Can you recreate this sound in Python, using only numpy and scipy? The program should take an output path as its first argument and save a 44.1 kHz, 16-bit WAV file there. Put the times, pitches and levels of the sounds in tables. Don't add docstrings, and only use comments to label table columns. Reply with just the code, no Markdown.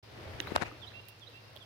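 import sys
import numpy as np
from scipy import signal
from scipy.fft import rfft, irfft
from scipy.io import wavfile
from scipy.ndimage import uniform_filter1d

SR = 44100
rng = np.random.default_rng(int(sys.argv[2]) if len(sys.argv) > 2 else 0)


def wrap_up_sound(samples):
    columns = np.atleast_2d(samples).T
    tamed = np.clip(columns, -1, 1)
    steps = np.round(tamed * 32767).astype(np.int16)
    wavfile.write(sys.argv[1], SR, steps)


def makeup_ratio(level_db):
    decades = np.asarray(level_db, float) / 20
    return 10 ** decades


N = 72765
T_S = np.arange(N) / SR


def rms_one(x):
    return x / np.sqrt(np.mean(x ** 2) + 1e-20)


def at_hz(points, hz):
    table_hz, value = np.array(points).T[:2]
    return np.interp(np.log(hz), np.log(table_hz), value)


def sides(pan_db):
    return makeup_ratio(np.array([[.5], [-.5]]) * pan_db)


def bandpass(low_hz, high_hz):
    return signal.butter(2, [low_hz, high_hz], "band", fs=SR, output="sos")


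def drift(rate_hz):
    hop, settle = 40, 2000
    pole = np.exp(-2 * np.pi * rate_hz * hop / SR)
    white = rng.standard_normal(N // hop + settle + 2)
    slow = signal.lfilter([1], [1, -2 * pole, pole * pole], white)[settle:]
    return np.interp(np.arange(N) / hop, np.arange(len(slow)), rms_one(slow))


def grains(per_s, spread_db):
    shape = (2, 2, N)
    size = makeup_ratio(spread_db * np.minimum(rng.exponential(1, shape), 4))
    sign = rng.choice([-1, 1], shape)
    struck = rng.random(shape) < per_s / SR
    return size * sign * struck + 1e-9


def banded(spectrum, white, patchy_db, alike_share):
    # frequency in Hz, left-right correlation.
    likeness = [(60, 1), (240, 1), (950, 0.11), (3770, 0.017), (15000, -0.079)]
    # frequency in Hz, left minus right in dB.
    lean = [(60, 3.5), (240, 2), (950, -2), (3770, 4.5), (15000, -6)]
    out, together = 0, drift(6)
    edges_hz = 31 * 2 ** np.arange(0, 9.1, .5)
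    for k, (low_hz, high_hz) in enumerate(zip(edges_hz, edges_hz[1:])):
        mid, side = signal.sosfilt(bandpass(low_hz, high_hz), white[k % 2])
        hz = np.sqrt(low_hz * high_hz)
        alike = np.clip(alike_share * at_hz(likeness, hz), -.9, .97)
        flicker_db = patchy_db * (1.2 * together + drift(8.7))
        stereo = np.sqrt(1 + alike) * mid + np.sqrt(1 - alike) * side * [[1], [-1]]
        out = out + makeup_ratio(flicker_db) * sides(at_hz(lean, hz)) * stereo
    bins_hz = np.arange(1, N // 2 + 2) * SR / N
    return rms_one(irfft(rfft(out) * makeup_ratio(at_hz(spectrum, bins_hz)), N))


def ping(start_s, hz, t60_s, rise_s=0):
    t = np.maximum(T_S - start_s, 0)
    rise = 1 - np.exp(-t / (rise_s + 1 / (2.4 * hz)))
    return np.sin(2 * np.pi * hz * t) * makeup_ratio(-60 * t / t60_s) * rise


def knocks():
    # start in seconds, left lag in seconds, rise in seconds.
    hits = [
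        (0.4013, 0.000603, .0012),
        (0.5611, 0.00123, 0.000084),
        (0.621, 0.00047, 0.000094),
    ]
    # frequency in Hz, t60 in seconds, left dB, right dB.
    stones = [
        [(330, 0.015, -21, -26), (1900, 0.005, -11.5, -13), (2870, 0.006, -25, -9.5), (3650, 0.0035, -22, -5),
         (6030, 0.0041, -20, -15.5), (9000, 0.0013, -36, -11.5)],
        [(590, 0.011, -13, -11), (1200, 0.0094, -7, -10), (2200, 0.0047, -37, -18.5),
         (3750, 0.0038, -57, -13.5), (5000, 0.0028, -25, -17.5), (7200, 0.0017, -44, -18),
         (10500, 0.001, -57, -15)],
        [(330, 0.021, -18, -47), (900, 0.005, -10, -48), (1650, 0.0052, -7.5, -49), (4200, 0.0028, -20, -34),
         (6340, 0.0016, -29, -26.5), (10100, 0.0017, -34, -28.5)],
    ]
    port_hz, port_lag_s = 3835, 0.000843
    lows_lag_s = 0.00038
    out = np.zeros((2, N))
    for (start_s, left_lag_s, rise_s), stone in zip(hits, stones):
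        for k, (hz, t60_s, left_db, right_db) in enumerate(stone):
            port_s = port_lag_s * np.exp(-np.log2(hz / port_hz) ** 2)
            late_s = start_s + port_s + lows_lag_s * (hz < port_hz)
            left = makeup_ratio(left_db - 0.5) * ping(late_s + left_lag_s, hz, t60_s, rise_s)
            right = makeup_ratio(right_db + 3.5) * ping(late_s, hz, t60_s, rise_s)
            out -= (-1) ** k * np.array([left, right])
    return out


def ticks():
    # start in seconds, peak in dB, frequency in Hz, ring in cycles, left minus right in dB.
    taps = [(.255, -45, 600, 3.6, 2), (0.336, -49, 1900, 3.8, 21), (.4700, -42.5, 2200, 6, 12),
            (0.4727, -36, 1510, 1.64, 24), (0.4765, -25, 950, 1.04, -2), (0.5151, -44, 1200, 2.6, 21),
            (0.52, -26, 320, 1, 19), (0.5523, -66, 900, 3, 12), (0.5567, -32, 1530, 1, 10),
            (0.5811, -29.5, 1390, 1.14, 18), (.6157, -28, 1200, 1, 21), (0.714, -50, 1243, 15, 4),
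            (0.919, -49, 1720, 5.3, 10), (1.197, -54.5, 6000, 3.8, -13), (1.559, -48, 765, 2.2, 5),
            (1.5632, -51, 3300, 9, -13), (1.5642, -45.5, 3550, 5.9, -16), (1.5722, -46.5, 3330, 7.8, -13.5),
            (1.563, -58, 9900, 5.6, -16), (1.629, -57, 9000, 2.6, -23)]
    return sum(makeup_ratio(db + 8) * sides(pan_db) * ping(start_s, hz, 2.74 * cycles / hz)
               for start_s, db, hz, cycles, pan_db in taps)


def crunch():
    # centre in seconds, length in seconds, level in dB, left minus right in dB.
    grinds = [(.512, 0.044, -51.5, 18.5), (0.558, 0.02, -37, 20), (.577, 0.022, -43, 12),
              (0.609, 0.026, -47.5, 16), (0.626, 0.029, -40, 20), (0.671, 0.055, -49.5, 12)]
    # frequency in Hz, level in dB.
    rub = [(150, 2.5), (400, 4.5), (1500, 2.5), (2300, -2), (3300, -13.5), (7500, -19), (14000, -37)]
    swell = 0
    for centre_s, length_s, db, pan_db in grinds:
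        hump = np.cos(np.pi * np.clip((T_S - centre_s) / length_s, -.5, .5))
        swell = swell + makeup_ratio(db) * sides(pan_db) * hump
    return swell * banded(rub, grains(per_s=4400, spread_db=2.2), patchy_db=1.5, alike_share=.6)


def spits():
    # start in seconds, level in dB, t60 in seconds, frequency in Hz, left minus right in dB.
    bursts = [(0.41, -54.5, .05, 13300, -16), (0.471, -55, 0.044, 13800, -13),
              (1.0838, -54, 0.062, 10900, -14.5), (1.0851, -54, .035, 3250, -16),
              (1.558, -67, 0.11, 11900, -20)]
    out = 0
    for start_s, db, t60_s, hz, pan_db in bursts:
        band = bandpass(hz * 0.88, min(hz * 1.43, .45 * SR))
        noise = rms_one(signal.sosfilt(band, grains(6000, 2.6)[0]))
        decay = (T_S > start_s) * makeup_ratio(-60 * np.maximum(T_S - start_s, 0) / t60_s)
        out = out + makeup_ratio(db) * sides(pan_db) * noise * decay
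    return out


def thumps():
    # start in seconds, level in dB, frequency in Hz, left minus right in dB.
    pushes = [(0.343, -39.5, 105, 7.5), (0.484, -38.5, 107, -0.5), (0.566, -44, 86, 23.5),
              (.619, -39.5, 151, 24)]
    return sum(makeup_ratio(db + 8.5) * sides(pan_db) * ping(start_s, hz, 5.2 / hz)
               for start_s, db, hz, pan_db in pushes)


def rustle(effort_db):
    # frequency in Hz, level in dB per Hz.
    cloth = [(40, -21), (85, -6), (180, -16), (500, -11.5), (1000, -19), (2000, -20), (5000, -31),
             (7500, -43), (15000, -47)]
    return makeup_ratio(effort_db) * banded(cloth, grains(3000, 1.36), patchy_db=0.0, alike_share=0.69)


def bird():
    # start in seconds, length in seconds, from Hz, to Hz, level in dB.
    notes = [(0.413, 0.03, 3650, 3020, -58.5), (0.468, .026, 3563, 4310, -56.5),
             (0.535, 0.067, 2707, 2860, -54.5), (0.641, .042, 2150, 2870, -51.5),
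             (.813, 0.043, 3695, 2956, -53.5), (.865, 0.03, 3620, 4135, -56),
             (0.932, 0.077, 2678, 2791, -52.5), (1.052, 0.056, 2290, 2680, -64),
             (1.209, 0.0416, 3650, 3025, -58.5), (1.263, 0.0268, 3600, 4125, -58),
             (1.33, .07, 2670, 2766, -58), (1.599, .042, 3685, 3050, -60)]
    edge_s, swell_db = .012, 5
    near_pan_db, shadow_db_per_khz, left_lag_s = -12.5, -11, .0002
    woods_t60_s, woods_db = 0.85, -6
    song = np.zeros((2, N))
    for start_s, length_s, from_hz, to_hz, db in notes:
        u = np.clip((T_S - start_s) / length_s, 0, 1)
        glide_hz = from_hz + (to_hz - from_hz) * (.5 * u + .5 * np.sin(np.pi * u / 2) ** 2)
        edges = np.clip(np.minimum(u, 1 - u) * length_s / edge_s, 0, 1)
        shape = edges * makeup_ratio(-swell_db * np.abs(u - .7) / 1.3)
        pan_db = near_pan_db + shadow_db_per_khz * ((from_hz + to_hz) / 2000 - 2.7)
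        tone = np.sin(2 * np.pi * np.cumsum(glide_hz) / SR)
        song += sides(pan_db) * makeup_ratio(db + 2.5) * shape * tone
    song = song * makeup_ratio(0.76 * drift(87))

    tail_s = T_S[:SR // 2]
    tail = rng.standard_normal((2, SR // 2)) * makeup_ratio(-60 * tail_s / woods_t60_s) * (tail_s > .01)
    tail = tail / np.sqrt(np.sum(tail ** 2, axis=1, keepdims=True))
    wet = signal.fftconvolve(song, tail, axes=1)[:, :N]
    direct = np.array([np.interp(T_S - left_lag_s, T_S, song[0]), song[1]])
    return direct + makeup_ratio(woods_db) * wet


def creek():
    # frequency in Hz, level in dB per Hz.
    water = [(40, -24), (114, -10.5), (166, -19.5), (484, -13.5), (1300, -17), (2700, -19), (5000, -18.5),
             (7200, -35), (15500, -37.5)]
    white = rng.standard_normal((2, 2, N))
    return makeup_ratio(-59.5) * banded(water, white, patchy_db=.6, alike_share=1.3)


def gurgles():
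    # start in seconds, level in dB, frequency in Hz, ring in cycles.
    pockets = [(.185, -55.5, 330, 4.6), (0.259, -51.5, 86.5, 4.7), (.275, -60.5, 636, 51),
               (.39, -58.5, 306, 6.5), (0.721, -60, 307.6, 9.3), (.85, -62.5, 727, 14),
               (1.285, -62, 482, 9.8), (1.56, -59.5, 590, 5.4)]
    return sum(makeup_ratio(db + 11.5) * ping(start_s, hz, 5.8 * cycles / hz)
               for start_s, db, hz, cycles in pockets)


def fizz():
    high = signal.butter(2, 9000, "high", fs=SR, output="sos")
    envelope = signal.lfilter([1], [1, -.97], grains(per_s=49, spread_db=1.6)[0] ** 2) ** .5
    pops = envelope * rng.standard_normal((2, N))
    return makeup_ratio(-80) * sides(-12) * rms_one(signal.sosfilt(high, pops))


def drone(effort_db):
    centre_hz, width_hz, level_db, follows = 109.3, 22.4, -61.5, 0.37
    band = bandpass(centre_hz - width_hz / 2, centre_hz + width_hz / 2)
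    mid, side = signal.sosfilt(band, rng.standard_normal((2, N + SR)))[:, SR:]
    mid = rms_one(mid / uniform_filter1d(mid ** 2, size=2500) ** 0.48)
    stereo = rms_one(mid + 0.12 * rms_one(side) * [[1], [-1]])
    return makeup_ratio(level_db + follows * (effort_db + 65.5)) * stereo


def scene():
    # time in seconds, rustle level in dB.
    effort = [(.03, -63), (.12, -52.5), (.24, -47.5), (.35, -47.5), (.45, -45.5), (.6, -46), (.7, -51),
              (.78, -54.5), (1.0, -56.5), (1.1, -63.5), (1.45, -60), (1.56, -57.5), (1.65, -62.5)]
    effort_db = np.interp(T_S, *np.transpose(effort))
    hand = knocks() + ticks() + crunch() + spits() + thumps() + rustle(effort_db)
    water = creek() + gurgles() + fizz()
    return hand + bird() + water + drone(effort_db)


def roll_off(x):
    return signal.sosfilt(signal.butter(12, 15850, fs=SR, output="sos"), x)


def record(dry):
    start_s, fade_s, low_cut_hz, top_hz = 0.0265, 0.006, 33, 15750
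    gate = np.clip((T_S - start_s) / fade_s, 0, 1)
    low_cut = signal.butter(3, low_cut_hz, "high", fs=SR, output="sos")
    high_cut = signal.cheby2(12, 60, top_hz * 1.095, fs=SR, output="sos")
    mix = signal.sosfilt(np.vstack([low_cut, high_cut]), dry * gate)
    return roll_off(mix)


dry = scene()
out = record(dry)
wrap_up_sound(out)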